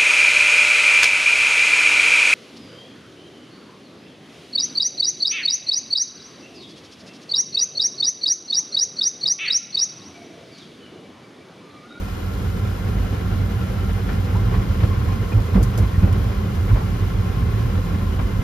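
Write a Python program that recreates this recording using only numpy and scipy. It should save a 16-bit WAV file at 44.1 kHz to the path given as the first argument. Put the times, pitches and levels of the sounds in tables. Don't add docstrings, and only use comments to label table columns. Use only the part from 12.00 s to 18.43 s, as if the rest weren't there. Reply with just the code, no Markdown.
import sys
import numpy as np
from scipy import signal
from scipy.fft import rfft, irfft
from scipy.io import wavfile
from scipy.ndimage import uniform_filter1d

SR = 44100
rng = np.random.default_rng(int(sys.argv[2]) if len(sys.argv) > 2 else 0)


def dump(signal):
    limited = np.clip(np.atleast_2d(signal).T, -1, 1)
    pcm = np.round(limited * 32767).astype(np.int16)
    wavfile.write(sys.argv[1], SR, pcm)


N = 283563
T, HZ = np.arange(N) / SR, np.fft.rfftfreq(N, 1 / SR)

# time in seconds, rolling effort in dB.
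EFFORT = [(0, -6), (.45, -3), (1.0, -1.5), (1.8, -1), (2.5, 0), (3.0, -0.5), (3.45, -1.5), (4.1, 0.5),
          (4.55, -1.5), (5.4, -0.5), (6.43, -1.5)]
# frequency in Hz, relative spectral density in dB.
BOOM_SPECTRUM = [(10, -39), (24, -20), (32, -26), (38, -15), (43, 3), (50, 2), (58, -3.5), (76, -6),
                 (94, 3.5), (102, -2), (113, -0.5), (130, -15.5), (150, -14.5), (175, -8), (198, -8.5),
                 (224, -18.5), (280, -24), (400, -86)]
ROAR_SPECTRUM = [(120, -36), (240, -3.5), (400, -3.5), (560, -8.5), (680, -12.5), (900, -12.5), (1200, -14),
                 (1550, -14), (1900, -18.5), (3000, -23.5), (4500, -31), (7000, -36.5), (9000, -77.5)]
SHUDDER_SPECTRUM = [(20, -16), (45, 14), (70, 4), (110, 3.5), (150, 3.5), (200, -5.5), (280, 0.5),
                    (480, -18), (700, -23), (1500, -55)]
TICK_SPECTRUM = [(1500, -22), (4000, -.5), (5500, 1), (8500, 6.5), (11000, 0), (13500, -2), (15500, -12)]
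HISS_SPECTRUM = [(1500, -10), (3000, -1), (5000, -3), (5600, -6), (6500, -4), (7200, -5), (8200, 0),
                 (9500, -5), (11000, -7), (12500, -8.3), (13100, -5.5), (14200, -9.5), (14900, -19),
                 (15600, -28)]
# lower and upper edge in Hz, level in dB at 0 dB effort,
# dB gained per dB of effort, steadiness from 0 to 0.5.
BOOM_BANDS = [(15, 68, -25, 1.2, 0.27), (68.7, 143.3, -19.5, 2, 0.26), (145, 490, -28.5, 1.17, 0.32)]
# centre in seconds, length in seconds, gain in dB.
BOOM_DIPS = [(0.77, 0.084, -6), (1.09, 0.043, -7.5), (1.182, 0.052, -5.5), (1.73, 0.18, -2.5),
             (2.0, 0.1, -4.5), (2.275, 0.14, -5), (2.42, .08, -2), (2.616, 0.04, -4), (3.29, 0.069, -7),
             (3.467, 0.12, -4), (3.744, 0.051, -5), (3.899, 0.059, -9.5), (4.333, 0.063, -6),
             (4.587, 0.041, -0.5), (4.78, 0.048, 0), (5.33, 0.035, -3.5)]
# frequency and width in Hz, left and right lift in dB.
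STEEL_RESONANCES = [(345, 50, 2.5, .5), (425, 70, 2.5, 3), (512, 55, 3, 2.5), (752, 40, 2.5, 4.5),
                    (1715, 70, 2.5, 1), (2285, 110, 1.5, 3), (2480, 110, 3, 4), (2850, 70, 5.5, 2),
                    (3015, 60, 6, 1.5), (3240, 70, 4.5, 3), (3360, 70, 3.5, 2), (3680, 80, 3, 3),
                    (4040, 80, 4.5, 3), (4235, 60, 3.5, 1), (5000, 110, 3.5, 2.5), (5290, 170, 4, 0)]
# frequency and width in Hz, level in dB on the straight and in the bend.
SINGING_MODES = [(1050, 64, -50, -44.6), (1115, 60, -55, -49.5), (1355, 60, -47.7, -49.5),
                 (1430, 50, -50.8, -53), (2070, 44, -53.6, -52.6)]
# time in seconds, level in dB, rocking frequency in Hz, length in seconds.
JOLTS = [(0.978, -15.5, 52, .1), (2.566, -21.5, 194.7, 0.061), (2.589, -10.5, 84.5, .022),
         (2.594, -12, 50, 0.039), (2.84, -4.5, 93, 0.024), (3.335, -20.5, 196, 0.023),
         (3.361, -8.5, 102.3, 0.057), (3.381, -10.5, 50, 0.051), (3.555, -18, 237, .015),
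         (3.57, -10.5, 191, 0.038), (3.589, -10.5, 51.3, 0.067), (3.63, -9, 104, 0.014),
         (3.815, -10, 91, .036), (3.836, -14, 55, 0.085), (3.981, -16.5, 87, 0.052), (3.994, -14, 50, .045),
         (4.039, -12, 175, 0.034), (4.045, -4, 94, 0.021), (4.105, -15.5, 90, 0.065),
         (4.727, -8, 94.6, 0.03), (4.737, -10.5, 50, .04), (5.416, -17.5, 54.4, 0.091),
         (6.194, -13.5, 91, 0.0035), (6.235, -17, 52, 0.081)]
# frequency in Hz, relative level in dB, 60 dB decay time in seconds.
CAB_MODES = [(46.8, -10, 0.11), (109, -9, 0.099), (120, -4, 0.16), (175, -7, 0.14), (196, -13, 0.17),
             (403, -5, 0.076)]
# start in seconds, relative level in dB, centre in Hz,
# 60 dB decay time in seconds, fall to either side in dB per octave.
JOINT_IMPACTS = [(2.087, -30, 900, .12, 8), (2.537, -30.5, 900, .15, 8), (2.801, -32.5, 1100, .12, 6),
                 (2.828, -31.5, 1200, .11, 6), (2.829, -28, 300, .12, 14), (3.316, -31, 420, .18, 9),
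                 (3.378, -33, 430, .2, 12), (3.543, -32, 1300, .07, 6), (3.553, -21.5, 270, .16, 13),
                 (3.556, -32, 1000, .13, 13), (3.594, -29.5, 440, .14, 16), (3.778, -28.5, 380, .16, 10),
                 (4.024, -30.5, 480, .16, 9), (4.068, -30, 430, .18, 10), (4.123, -38, 2200, .14, 6),
                 (4.690, -34, 1080, .2, 15), (4.752, -30.5, 570, .24, 15), (4.759, -39, 1080, .15, 16),
                 (4.805, -34, 1020, .2, 26), (6.189, -28, 840, .075, 11), (6.210, -37, 1100, .06, 24)]
# start and length in seconds, first and last frequency in Hz, level in dB.
FLANGE_RUBS = [(2.347, 0.048, 860, 1010, -28.5), (3.318, 0.034, 2400, 2470, -38),
               (3.935, 0.06, 1950, 1850, -42)]
# start in seconds, relative level in dB, 60 dB decay time in seconds.
FITTING_TICKS = [(3.628, -31, 0.085), (3.775, -33.5, 0.045), (3.783, -36.5, 0.11), (4.126, -39, 0.04)]
# time in seconds, level in dB.
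WHINE_LEVELS = [(0, -75), (1, -53.5), (2.5, -52), (3.2, -68), (6.43, -66)]
# frequency in Hz, then, table by table, likeness of left and right
# from 0 to 1, phase lead of the left in radians, left minus right level in dB.
COHERENCE = [(60, .997), (130, .985), (210, .94), (300, .7), (420, .35), (650, .15), (1400, .35),
             (2100, .45), (3500, .25), (5000, .5), (7000, .4), (7700, .99), (9400, .995), (11000, .65),
             (12600, .99)]
LEFT_PHASE_LEAD = [(50, 0), (300, .15), (450, -.4), (1000, .9), (1500, -1.1), (2070, 0), (3100, 1.3),
                   (4900, .6), (5700, -1.1), (7000, -2.1), (7700, -3.1), (9400, -3.2), (12600, -6.28)]
LEFT_BALANCE = [(50, -2), (105, -2.7), (190, 0), (330, 1), (600, 0), (1080, 3), (1350, .5), (1700, 2),
                (2100, 0), (3000, 2.2), (6000, 1.8), (8000, 0)]


def cab_boom(effort_db, surge_db=1, surge_hz=5):
    shake = unit_rms(stereo_image(rng.standard_normal((2, N)), curve(BOOM_SPECTRUM)))
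    out = np.zeros((2, N))
    for low_hz, high_hz, db, follow, steadiness in BOOM_BANDS:
        bandpass = signal.butter(4, [low_hz, high_hz], "bandpass", fs=SR, output="sos")
        band = signal.sosfiltfilt(bandpass, shake)
        power = smooth_twice((band ** 2).mean(0), size=3500)
        band = unit_rms(band / (power + 1e-6) ** steadiness)
        out += band * amp(db + follow * effort_db + surge_db * drift(surge_hz))
    dips_db = sum(db * bell(T - s, length) for s, length, db in BOOM_DIPS)
    return out * amp(dips_db)


def wheel_roar(effort_db, level_db=-34.5, follow=.46, ripple_db=2, grit_db=-12, grit_per_s=260):
    grit = (rng.random(N) < grit_per_s / SR) * rng.uniform(-1.16, 1, (2, N))
    force = rng.standard_normal((2, N)) + amp(grit_db) * unit_rms(grit)
    ripple = unit_rms(smooth_twice(rng.standard_normal((2, len(HZ))), size=70))
    roar = unit_rms(stereo_image(force, curve(ROAR_SPECTRUM) + ripple_db * ripple))
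    flutter_db = drift(hz=24.4)
    return roar * amp(level_db + follow * effort_db + flutter_db)


def steel_resonance(pair, swell=.3, wander=.004):
    hz, _, spectra = signal.stft(pair, SR, nperseg=2048, noverlap=1536)
    for centre, width, left_db, right_db in STEEL_RESONANCES:
        slow_noise = uniform_filter1d(rng.standard_normal((2, spectra.shape[2])), size=12)
        strength, shift = map(unit_rms, slow_noise)
        peak = resonance_peak(hz[:, None], centre * (1 + wander * shift), width)
        spectra = spectra * amp(np.multiply.outer([left_db, right_db], peak * (1 + swell * strength)))
    return signal.istft(spectra, SR, nperseg=2048, noverlap=1536)[1][:, :N]


def wheel_singing(bend_s=(2.0, 2.55), throb_db=2, throb_hz=22, steadiness=.3):
    out, bend = np.zeros((2, N)), np.interp(T, bend_s, [0, 1])
    for hz, width, straight_db, bend_db in SINGING_MODES:
        ring = stereo_image(rng.standard_normal((2, N)), rolloff_db(HZ - hz, width / 2))
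        power = uniform_filter1d((ring ** 2).mean(0), size=3000)
        ring = ring / (power + 1e-12) ** steadiness * amp(throb_db * drift(throb_hz))
        out += unit_rms(ring) * amp(straight_db + (bend_db - straight_db) * bend)
    return out


def floor_thumps(ring_db=-7, pan_db=(-1, 1)):
    out, t = np.zeros(N), T[:SR // 2]
    response = sum(amp(db) * decay(t, t60) * np.cos(2 * np.pi * hz * t) for hz, db, t60 in CAB_MODES)
    centre_s = .1
    for s, db, hz, length in JOLTS:
        push = np.cos(2 * np.pi * hz * (t - centre_s)) * bell(t - centre_s, length)
        ring = signal.fftconvolve(push, response)[:len(t)]
        thump = push + amp(ring_db) * ring / abs(ring).max()
        add(out, s - centre_s, amp(db) * thump / abs(thump).max())
    return np.outer(amp(pan_db), out)


def panel_shudder(t60=.17, rise_s=.0065, lead_s=.01309):
    out = np.zeros((2, N))
    for s, db, _, _ in JOLTS:
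        add(out, s - lead_s, amp(db) * burst(t60, rise_s))
    return stereo_image(out, curve(SHUDDER_SPECTRUM))


def joint_clacks(rise_s=.004, lift=.8, muffle_hz=2600):
    out = np.zeros((2, N))
    for s, db, hz, t60, slope_db in JOINT_IMPACTS:
        blow = burst(t60, rise_s)
        octaves = np.log2((np.fft.rfftfreq(blow.shape[1], 1 / SR) + 1) / hz)
        bass_cut = 1 / (1 + np.exp(-2 * (octaves + 2)))
        colour = unit_rms(amp(-slope_db * np.hypot(octaves, .5)) * bass_cut)
        add(out, s, amp(db) * irfft(rfft(blow) * colour, blow.shape[1]))
    steel_db = sum(np.outer([left_db, right_db], resonance_peak(HZ, hz, width))
                   for hz, width, left_db, right_db in STEEL_RESONANCES)
    return stereo_image(out, lift * steel_db + rolloff_db(HZ, muffle_hz))


def flange_squeaks(slip_radians=.75, rasp_db=3, rasp_hz=200):
    out = np.zeros((2, N))
    for s, length, first_hz, last_hz, db in FLANGE_RUBS:
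        progress = np.arange(0, 1, 1 / (length * SR))
        glide = np.sin(np.pi / 2 * np.minimum(2 * progress, 1)) ** 2
        hz = first_hz + (last_hz - first_hz) * glide
        slip = slip_radians * drift(rasp_hz)[:len(progress)]
        envelope = np.sin(np.pi * progress ** .48) ** 2
        add(out, s, amp(db) * envelope * np.sin(2 * np.pi * np.cumsum(hz) / SR + slip))
    return out * amp(rasp_db * np.array([drift(rasp_hz), drift(rasp_hz)]))


def fitting_ticks(rise_s=.0012):
    out = np.zeros((2, N))
    for s, db, t60 in FITTING_TICKS:
        add(out, s, amp(db) * burst(t60, rise_s))
    return stereo_image(out, curve(TICK_SPECTRUM))


def hiss(level_db=-47, flicker_db=.55, crackle_db=-8, crackle_per_s=400):
    crackle = (rng.random(N) < crackle_per_s / SR) * rng.standard_normal((2, N))
    noise = rng.standard_normal((2, N)) + amp(crackle_db) * unit_rms(crackle)
    coloured = unit_rms(stereo_image(noise, curve(HISS_SPECTRUM)))
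    return coloured * amp(level_db + flicker_db * drift(hz=22))


def gear_whine(hz=786, waver=.00597, throb_db=3.5):
    cycles = np.cumsum(hz * (1 + waver * drift(hz=9.3))) / SR
    level_db = np.interp(T, *np.transpose(WHINE_LEVELS))
    throb = amp(throb_db * np.array([drift(hz=14), drift(hz=14)]))
    return unit_rms(np.sin(2 * np.pi * cycles) * throb) * amp(level_db)


def stereo_image(pair, colour_db):
    left, independent = rfft(pair)
    coherence = curve(COHERENCE)
    right = coherence * left + np.sqrt(1 - coherence ** 2) * independent
    right *= np.exp(-1j * curve(LEFT_PHASE_LEAD))
    balance_db = np.outer([.5, -.5], curve(LEFT_BALANCE))
    return irfft(np.array([left, right]) * amp(colour_db + balance_db), N)


def burst(t60, rise_s):
    t = T[:SR // 2]
    envelope = (1 - np.exp(-t / rise_s)) * decay(t, t60)
    return rng.standard_normal((2, len(t))) * envelope / envelope.max()


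def drift(hz):
    return unit_rms(irfft(rfft(rng.standard_normal(N)) * np.exp(-(HZ / hz) ** 2), N))


def decay(t, t60):
    return np.exp(-np.log(1000) * t / t60)


def bell(t, length):
    return np.exp(-(2 * t / length) ** 2)


def resonance_peak(hz, centre, width):
    return np.exp(-2 * ((hz - centre) / width) ** 2)


def rolloff_db(hz, corner_hz):
    return -10 * np.log10(1 + (hz / corner_hz) ** 4)


def curve(points):
    hz, value = np.transpose(points)
    return np.interp(np.log(HZ + 1), np.log(hz + 1), value)


def smooth_twice(x, size):
    return uniform_filter1d(uniform_filter1d(x, size), size)


def amp(db):
    return 10 ** (np.asarray(db) / 20)


def unit_rms(x):
    return x / np.sqrt(np.mean(x ** 2) + 1e-20)


def add(mix, s, sound):
    part = mix[..., round(s * SR):][..., :sound.shape[-1]]
    part += sound[..., :part.shape[-1]]


def scene():
    effort_db = np.interp(T, *np.transpose(EFFORT))
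    wheels = steel_resonance(wheel_roar(effort_db) + hiss()) + wheel_singing()
    running = cab_boom(effort_db) + wheels + gear_whine()
    return (running + floor_thumps() + panel_shudder() + joint_clacks()
            + fitting_ticks() + flange_squeaks())


def record(dry, ceiling=.88, cutoff_hz=15450):
    rounded = dry / (1 + (dry / ceiling) ** 8) ** (1 / 8)
    lowpass = signal.firwin(511, cutoff_hz, window=("kaiser", 9), fs=SR)
    return signal.oaconvolve(rounded, lowpass[None], "same")


dry = scene()
out = record(dry)
dump(out)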